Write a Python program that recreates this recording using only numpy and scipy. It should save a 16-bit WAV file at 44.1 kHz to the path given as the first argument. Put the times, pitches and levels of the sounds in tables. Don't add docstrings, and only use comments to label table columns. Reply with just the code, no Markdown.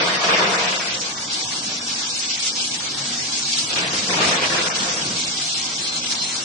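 import sys
import numpy as np
from scipy import signal
from scipy.fft import rfft, irfft, next_fast_len
from scipy.io import wavfile
from scipy.ndimage import uniform_filter1d

SR = 44100
rng = np.random.default_rng(int(sys.argv[2]) if len(sys.argv) > 2 else 0)


def attenuation_scalar(level_db):
    decades = np.asarray(level_db, float) / 20
    return 10 ** decades


def output_pcm(signal):
    pcm = np.clip(np.atleast_2d(signal).T, -1, 1) * 32767
    wavfile.write(sys.argv[1], SR, np.round(pcm).astype(np.int16))


N = 284004
T = np.arange(N) / SR
M = next_fast_len(N, True)
FREQ = np.arange(M // 2 + 1) * SR / M


def unit(x):
    return x / np.sqrt(np.mean(x ** 2))


def on_log(table, hz):
    rows = np.array(table)
    return np.interp(np.log(hz), np.log(rows[:, 0]), rows[:, 1])


def curve(spans, column, off=-85.0):
    out = np.full(N, off)
    for rows in map(np.array, spans):
        inside = (T >= rows[0, 0]) & (T <= rows[-1, 0])
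        value = np.interp(T[inside], rows[:, 0], rows[:, column])
        out[inside] = np.maximum(out[inside], value) if off < 0 else value
    return out


def bumps(rows):
    coarse = T[::32]
    db = sum(db * np.exp(-(2 * (coarse - s) / length) ** 2) for s, db, length in rows)
    return np.interp(T, coarse, db)


def walk(rate_hz, slew=0.84):
    hold = int(SR / rate_hz)
    steps = np.repeat(rng.standard_normal(N // 400 + 1), hold)[:N]
    slewed = uniform_filter1d(steps, int(hold * slew) + 1)
    return unit(uniform_filter1d(slewed, int(hold * slew / 2) + 1))


def grains(per_s, spread_db, share):
    hit = rng.random((2, M)) < per_s / SR
    size = attenuation_scalar(spread_db * rng.standard_normal((2, M))) * np.sign(rng.standard_normal((2, M)))
    return rfft(rng.standard_normal((2, M)) + share * unit(hit * size))


# frequency in Hz, left-right correlation.
SIDE_LIKENESS = [(60, 0.916), (260, 0.95), (530, 0.67), (1090, -.1), (1500, -0.1), (2250, .05), (9000, .03)]
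# frequency in Hz, left minus right in dB.
SIDE_LEAN = [(60, 3.5), (110, -2), (190, -1), (330, 0.5), (570, 2), (1000, 1), (1760, 1.5), (3100, 0.5),
             (5440, 1), (9560, 0.5)]


def stereo(drive, shape):
    like = np.clip(on_log(SIDE_LIKENESS, FREQ + 1), -.5, 1)
    lean = attenuation_scalar(on_log(SIDE_LEAN, FREQ + 1) / 2)
    mid, side = drive[0] * np.sqrt(1 + like), drive[1] * np.sqrt(1 - like)
    return np.array([(mid + side) * lean, (mid - side) / lean]) * shape


def bands(drive, colour, lo_hz, hi_hz, move_db):
    tone = stereo(drive, attenuation_scalar(on_log(colour, FREQ + 1)) * (FREQ > lo_hz) * (FREQ < hi_hz))
    place, out = 2 * np.log2((FREQ + 1) / lo_hz), 0
    for k in range(int(place[FREQ < hi_hz].max()) + 2):
        share = np.cos(np.pi / 2 * np.clip(place - k, -1, 1)) ** 2
        out = out + irfft(tone * share, M)[:, :N] * attenuation_scalar(move_db(lo_hz * 2 ** (k / 2)))
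    return out / np.std(irfft(tone, M))


def resonance(drive, hz, width_hz):
    mode = np.minimum(FREQ / hz, 1) ** 2 / (1 + 2j * (FREQ - hz) / width_hz)
    return unit(irfft(stereo(drive, mode), M)[:, :N])


# frequency in Hz, density in dB per Hz.
JET_COLOUR = [(900, -40), (1500, -18), (2300, -7.5), (2900, -5), (3300, -2.5), (4700, -0.5), (5600, 0),
              (6300, -3), (8600, -10.5), (9900, -13)]
# time in seconds, level in dB.
FLOW = [
    (0, -30.5),
    (1.1, -30),
    (2.4, -28),
    (3.0, -29.5),
    (3.5, -27),
    (4.6, -28.5),
    (5.2, -28.5),
    (6.44, -29),
]
# time in seconds, dB re flow, length in seconds.
GUSHES = [(0.035, 0.5, 0.023), (0.132, 0.5, 0.014), (0.19, -3.5, 0.037), (0.44, -3, 0.23),
          (0.249, 1.5, 0.068), (0.349, -3, 0.051), (0.387, 4, 0.032), (0.434, 1.5, 0.025),
          (0.469, -0.5, 0.033), (0.521, 1.5, 0.12), (0.943, 2, 0.029), (1.15, -2, 0.11), (1.272, -1, 0.038),
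          (1.337, 2.5, 0.029), (1.404, 1.5, 0.12), (1.457, -1.5, 0.052), (1.616, -3.5, 0.031),
          (1.831, -2.5, 0.06), (2.133, -2.5, 0.042), (2.178, 2, 0.039), (2.285, -3, 0.029),
          (2.315, 3.5, 0.029), (2.472, 4.5, 0.092), (2.519, -2.5, 0.09), (2.569, -1, 0.02),
          (2.614, 2.5, 0.1), (2.701, -0.2, 0.054), (2.739, 1.5, 0.058), (2.826, -1.5, 0.041),
          (2.923, -2, 0.035), (2.963, -2.5, 0.016), (3.178, -1, 0.043), (3.322, -0.5, 0.069),
          (3.375, 1.5, 0.07), (3.532, 2, 0.053), (3.589, 4, 0.025), (3.637, -1.5, 0.028),
          (3.709, -2, 0.031), (3.799, 0.5, 0.073), (3.869, -3.5, 0.077), (3.986, 2, 0.026),
          (4.076, -1, 0.09), (4.195, -1, 0.03), (4.233, 1.5, 0.021), (4.285, 2.5, 0.1), (4.38, -3.5, 0.042),
          (4.495, -2.5, 0.038), (4.612, 0, 0.089), (4.727, -6.5, 0.046), (4.764, 3, 0.035),
          (4.799, 2.5, 0.067), (5.056, -0.5, 0.045), (5.158, -1.5, 0.068), (5.196, 3, 0.09),
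          (5.537, 1.95, 0.11), (5.702, -0.5, 0.082), (6.011, -1.5, 0.077), (6.051, 3, 0.047),
          (6.119, 4, 0.049), (6.238, 2, 0.031)]


def jet():
    gush_db = bumps(GUSHES)
    level_db = curve([FLOW], 1) + gush_db
    splash_db = -0.07 + 0.26 * gush_db
    puffs, low, high = 1.3 * walk(70), walk(30), walk(30)
    puffs = puffs - uniform_filter1d(puffs, size=2300)

    def move_db(hz):
        octave = np.log2(hz / 5000)
        patch = np.cos(octave) * high + np.sin(octave) * low
        splash = np.clip(-1.6 * octave, 0, 1) * splash_db
        flutter = puffs * np.clip(1 - 0.8 * octave, 0, 1)
        return level_db + splash + flutter + .5 * patch + 0.87 * walk(30)
    return bands(grains(2000, 3.5, .55), JET_COLOUR, 1500, 10200, move_db) * attenuation_scalar(3.0)


# start in seconds, hold in seconds, body in dB, boom and clatter in dB re body.
SURGES = [(-.2, .1, -21, -10, 1), (0.041, 0.025, -26.5, -20, 0.5), (0.157, 0.015, -26.5, -21, 0.5),
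          (0.219, 0.013, -21, -15, 0), (0.33, 0.071, -23, -11, -5), (0.483, 0.089, -27.5, -25, 1.5),
          (0.63, .03, -33, -17, 2), (0.771, .05, -39.5, -21, 4.5), (3.663, 0.089, -30.5, -2.5, 4.5),
          (3.859, 0.046, -35.5, 2, 4.5), (4.001, 0.03, -31, -9, 1), (4.087, 0.065, -25, -2, 1.0),
          (4.243, 0.13, -28, -9, 0.5), (4.352, 0.04, -32.5, -2, 3.5), (4.474, 0.1, -28.5, -6.5, 1),
          (4.725, 0.12, -33, -1, -7.5), (4.934, 0.083, -43, 10.5, -3)]


def surges(column, fade_db_s):
    power, rise_s, rise_db = 1e-9, 0.1, 12
    for row in SURGES:
        since_top = T - row[0] - rise_s
        peak_db = row[2] + (row[column] if column else 0)
        rise = rise_db * np.minimum(since_top / rise_s, 0)
        db = peak_db + rise - fade_db_s * np.maximum(since_top - row[1], 0)
        power = power + attenuation_scalar(np.maximum(db, -120)) ** 2
    return 10 * np.log10(power)


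# frequency in Hz, density in dB per Hz.
RUMBLE_COLOUR = [(24, -50), (40, -27.5), (124, -9), (185, -3), (219, -4.5), (400, -5.5), (527, -4.5),
                 (611, -5.5), (1100, -4), (1570, -2), (2440, -2.5), (6000, -13), (7800, -47), (13200, -120)]
# frequency in Hz, width in Hz, level in dB re body.
PANELS = [(184.6, 12, -19), (463.3, 6.4, -19), (519, 13, -17.5), (633, 15, -20), (706.7, 12, -16.5),
          (956, 13, -18.5), (1100, 30, -20.5), (1216, 12, -18.5), (330.4, 13, -23), (395.6, 11, -25),
          (1676, 25, -22), (3564, 62, -20.5)]
# time in seconds, dB re surge, length in seconds.
KNOCKS = [(0.017, -0.3, 0.021), (0.082, 0.9, 0.031), (0.137, -2.1, 0.036), (0.195, -2, 0.05),
          (0.244, 4, 0.015), (0.314, -0.7, 0.057), (0.384, -0.1, 0.081), (0.446, 2, 0.03),
          (0.514, -0.6, 0.024), (0.693, 1, 0.022), (0.741, 1.5, 0.027), (0.791, -0.3, 0.02),
          (3.662, -1, 0.055), (3.754, -0.5, 0.03), (3.776, 1, 0.026), (3.811, -0.5, 0.074),
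          (3.886, -1.5, 0.052), (3.941, 2, 0.028), (4.008, -4.5, 0.027), (4.053, -3.5, 0.071),
          (4.106, 4.5, 0.024), (4.146, 1.5, 0.083), (4.18, 0.4, 0.015), (4.358, 1.2, 0.044),
          (4.383, -2, 0.062), (4.442, 2, 0.048), (4.517, 0.5, 0.061), (4.555, 1.0, 0.014),
          (4.59, 1.6, 0.031), (4.702, 0.5, 0.061), (4.737, -0.2, 0.097), (4.827, 2.5, 0.02),
          (4.851, -2, 0.027), (4.886, 1.5, 0.042)]
# time in seconds, dB re surge, length in seconds.
MORE_KNOCKS = [(0.342, 4.5, 0.019), (0.28, -1.5, 0.019), (0.41, 3, 0.05), (0.69, 2.5, 0.017), (0.305, 4, 0.033),
               (0.21, -1, 0.028), (4.22, 2, 0.03), (4.30, 2.5, 0.023), (4.485, -5, 0.04), (4.25, 2, 0.02),
               (4.335, 1, 0.025), (4.545, 2, 0.029), (4.612, 3.5, 0.024)]


def rumble():
    body_db = surges(column=0, fade_db_s=47)
    boom_db = surges(column=3, fade_db_s=56) - body_db + 5
    clatter_db = surges(column=4, fade_db_s=54.5) - body_db
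    drive, knocks = grains(900, 2.5, .5), 0.6 * walk(45, 0.3)

    def move_db(hz):
        boom, clatter = np.clip(np.log2(600 / hz), 0, 1), np.clip(np.log2(hz / 1300), 0, 1)
        return boom * boom_db + clatter * clatter_db + knocks + 1.5 * walk(30, 0.44)
    wash = bands(drive, RUMBLE_COLOUR, 30, 6000, move_db) * attenuation_scalar(2.0)
    rings = sum(attenuation_scalar(db + 1.5 * walk(5.5)) * resonance(drive, hz, width) for hz, width, db in PANELS)
    return (wash + rings) * attenuation_scalar(uniform_filter1d(body_db, 900) + bumps(KNOCKS) + bumps(MORE_KNOCKS))


# frequency in Hz, density in dB per Hz.
ROAR_COLOUR = [(15, -52), (25, -26.5), (107, -8.5), (145, -8), (208, -4), (238, -1.5), (267, -4.5),
               (299, -3.5), (430, -8.5), (630, -8), (749, -5), (1160, -4.5), (2400, -7), (3120, -32),
               (5280, -120)]
# frequency in Hz, width in Hz, level in dB.
HUM = [(140, 7, -56.5), (154.9, 3.3, -61), (300.2, 4.2, -60), (764, 6.6, -57.5), (2933, 17, -57)]
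# frequency in Hz, pitch wander in Hz, level in dB.
PUMP = (242.6, 1.5, -56.5)
# time in seconds, swell in dB, length in seconds.
PUMP_SWELLS = [
    (1.95, 6.3, 0.3),
    (2.62, 4.4, 0.17),
    (3.12, 13, .25),
    (3.5, 10, 0.44),
    (5.95, 6.5, 0.56),
]


def hall():
    drive, swell = rfft(rng.standard_normal((2, M))), 0.81 * walk(1.5)
    roar = bands(drive, ROAR_COLOUR, 30, 2400, lambda hz: swell + 2.0 * walk(20, 0.58)) * attenuation_scalar(-38)
    pump_hz, wander_hz, pump_db = PUMP
    phase = 2 * np.pi * np.cumsum(pump_hz + wander_hz * walk(5.6)) / SR
    pump = attenuation_scalar(pump_db + bumps(PUMP_SWELLS)) * np.sin(phase) * np.sqrt(2)
    hum = sum(attenuation_scalar(db + 2.8 * walk(2.4)) * resonance(drive, hz, width) for hz, width, db in HUM)
    return roar + pump + hum


def squeal(spans, jitter_hz, rough_db, trim_db):
    hz = curve(spans, 1, spans[-1][0][1]) + jitter_hz * walk(90)
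    level_db = uniform_filter1d(curve(spans, 2, -66.0), 500) + trim_db
    phase = 2 * np.pi * np.cumsum(hz) / SR
    beat_rad = .25
    sides = [np.sin(phase + beat_rad * walk(4.2)) * attenuation_scalar(level_db + rough_db * walk(45)) for _ in range(2)]
    return np.array(sides) * np.sqrt(2)


# time in seconds, frequency in Hz, level in dB.
WHINE = [
    (1.58, 5480, -44),
    (1.7, 5610, -41),
    (2.0, 5750, -41.5),
    (2.4, 5640, -44),
    (2.62, 5640, -52.5),
]


def whine():
    return squeal([WHINE], 15, 4.2, -0.13)


# start in seconds, length in seconds, frequency in Hz, peak in dB.
BITES = [
    (3.34, .12, 4285, -39),
    (5.18, .075, 4163, -33.5),
    (5.46, .065, 4150, -34.5),
    (5.5, .115, 4160, -36.5),
    (5.785, .075, 4160, -35.5),
    (5.83, .14, 4157, -33),
    (6.17, .09, 4140, -31),
    (6.23, .11, 4165, -37.5),
]


def bites():
    grip_s, slip_s, let_go_db = 0.046, .025, 9.5
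    outlines = []
    for s, length, hz, db in BITES:
        end = s + length
        outlines.append([(s, hz, db - let_go_db), (s + grip_s, hz, db),
                         (end, hz, db), (end + slip_s, hz, db - let_go_db)])
    return squeal(outlines, 3, 1.5, 0)


def scene():
    return jet() + rumble() + hall() + whine() + bites()


BAND_EDGES = np.r_[0:40:4, 40:96:8, 96, 108, 120, 132, 144, 160, 176, 196, 216, 240, 264, 292, 320:476:32]


def thin_lines(x, steps, grid, window):
    hop = 1024
    n, k = np.arange(2 * hop)[:, None], np.arange(476)
    basis = window[:, None] * np.cos(np.pi / hop * (n + .5 + hop / 2) * (k + .5)) * np.sqrt(2 / hop)
    count = N // hop + 2
    turn = np.array([[1, 0.98], [1, -1]]) / np.sqrt(2)
    padded = np.pad(turn @ x, ((0, 0), (hop - grid, 3 * hop)))[:, :(count + 1) * hop].reshape(2, -1, hop)
    lines = np.concatenate([padded[:, :-1], padded[:, 1:]], axis=2) @ basis

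    band = np.searchsorted(BAND_EDGES, k, side="right") - 1
    member = band[:, None] == np.arange(len(BAND_EDGES))
    per_band = member.sum(axis=0)
    power = uniform_filter1d(np.mean(lines ** 2, axis=0), size=5, axis=0)
    power = uniform_filter1d(power, size=25, axis=1) + 1e-12
    power = power ** .43 * power.mean(axis=1, keepdims=True) ** .1 * power.mean(axis=0) ** .47
    power = (power @ member / per_band)[:, band]

    luck = rng.standard_normal((count + 1, band.max() + 1))
    luck = .7 * luck[1:] + .35 * luck[:-1] + 1.0 * uniform_filter1d(luck[1:], size=4, axis=1)
    luck = np.minimum(luck, 1.3)
    hz = ((k + .5) @ member / per_band)[band] * SR / (2 * hop)
    rows = np.array(steps)
    step_db = on_log(rows[:, :2], hz) + on_log(rows[:, ::2], hz) * luck[:, band]
    step = np.sqrt(power) * attenuation_scalar(step_db)
    frames = (np.sign(lines) * np.floor(np.abs(lines) / step + .4054) * step) @ basis.T
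    head = np.pad(frames[:, :, :hop], ((0, 0), (0, 1), (0, 0)))
    tail = np.pad(frames[:, :, hop:], ((0, 0), (1, 0), (0, 0)))
    return turn @ (head + tail).reshape(2, -1)[:, hop - grid:][:, :N]


def short_gaps(x):
    hz, _, cells = signal.stft(x, SR, nperseg=256, noverlap=128)
    luck = rng.standard_normal((34, cells.shape[2] // 5 + 1))
    luck = unit(uniform_filter1d(luck, size=2, axis=0)) * .85 + .5 * luck[33]
    lost = np.repeat(np.repeat(luck > 1.47, 4, axis=0), 5, axis=1)[:len(hz), :cells.shape[2]]
    in_range = (hz > 1100) & (hz < 7500)
    gain = np.where(lost & in_range[:, None], attenuation_scalar(-28), 1)
    return signal.istft(cells * gain, SR, nperseg=256, noverlap=128)[1][:, :N]


# frequency in Hz, step in dB re band rms, its scatter in dB.
COARSE_STEPS = [(300, -20, 3), (900, -9, 6), (1300, -2.5, 6), (1720, 0, 5), (1800, 8, 5), (2010, 8, 5),
                (2120, 2, 5.5), (3000, 4, 5.5), (5000, 6, 4.5), (7000, 6.5, 3.5), (7900, 7, 3),
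                (8600, 8.5, 3.5), (9300, 16, 11), (9720, 40, 3)]
# frequency in Hz, step in dB re band rms, its scatter in dB.
FINE_STEPS = [(150, -16, 3), (500, -21, 3), (900, -13, 3), (1600, -3, 3), (3000, 0, 3), (5200, -1, 3),
              (7600, 0, 3), (9000, 1, 3)]


def thin_sound(x):
    sine = np.sin(np.pi * (np.arange(2 * 1024) + .5) / (2 * 1024))
    steep = signal.windows.kaiser_bessel_derived(2 * 1024, 4 * np.pi)
    coarse = thin_lines(x, COARSE_STEPS, 681, sine)
    return thin_lines(short_gaps(coarse), FINE_STEPS, 105, steep)


def top_cut(x):
    return signal.sosfilt(signal.butter(12, 10300, fs=SR, output="sos"), x)


def record(dry):
    highpass = signal.butter(2, 38, "highpass", fs=SR, output="sos")
    x = attenuation_scalar(2.5) * signal.sosfilt(highpass, dry)
    mix = thin_sound(np.tanh(1.2 * x) / 1.2)
    return top_cut(mix)


dry = scene()
out = record(dry)
output_pcm(out)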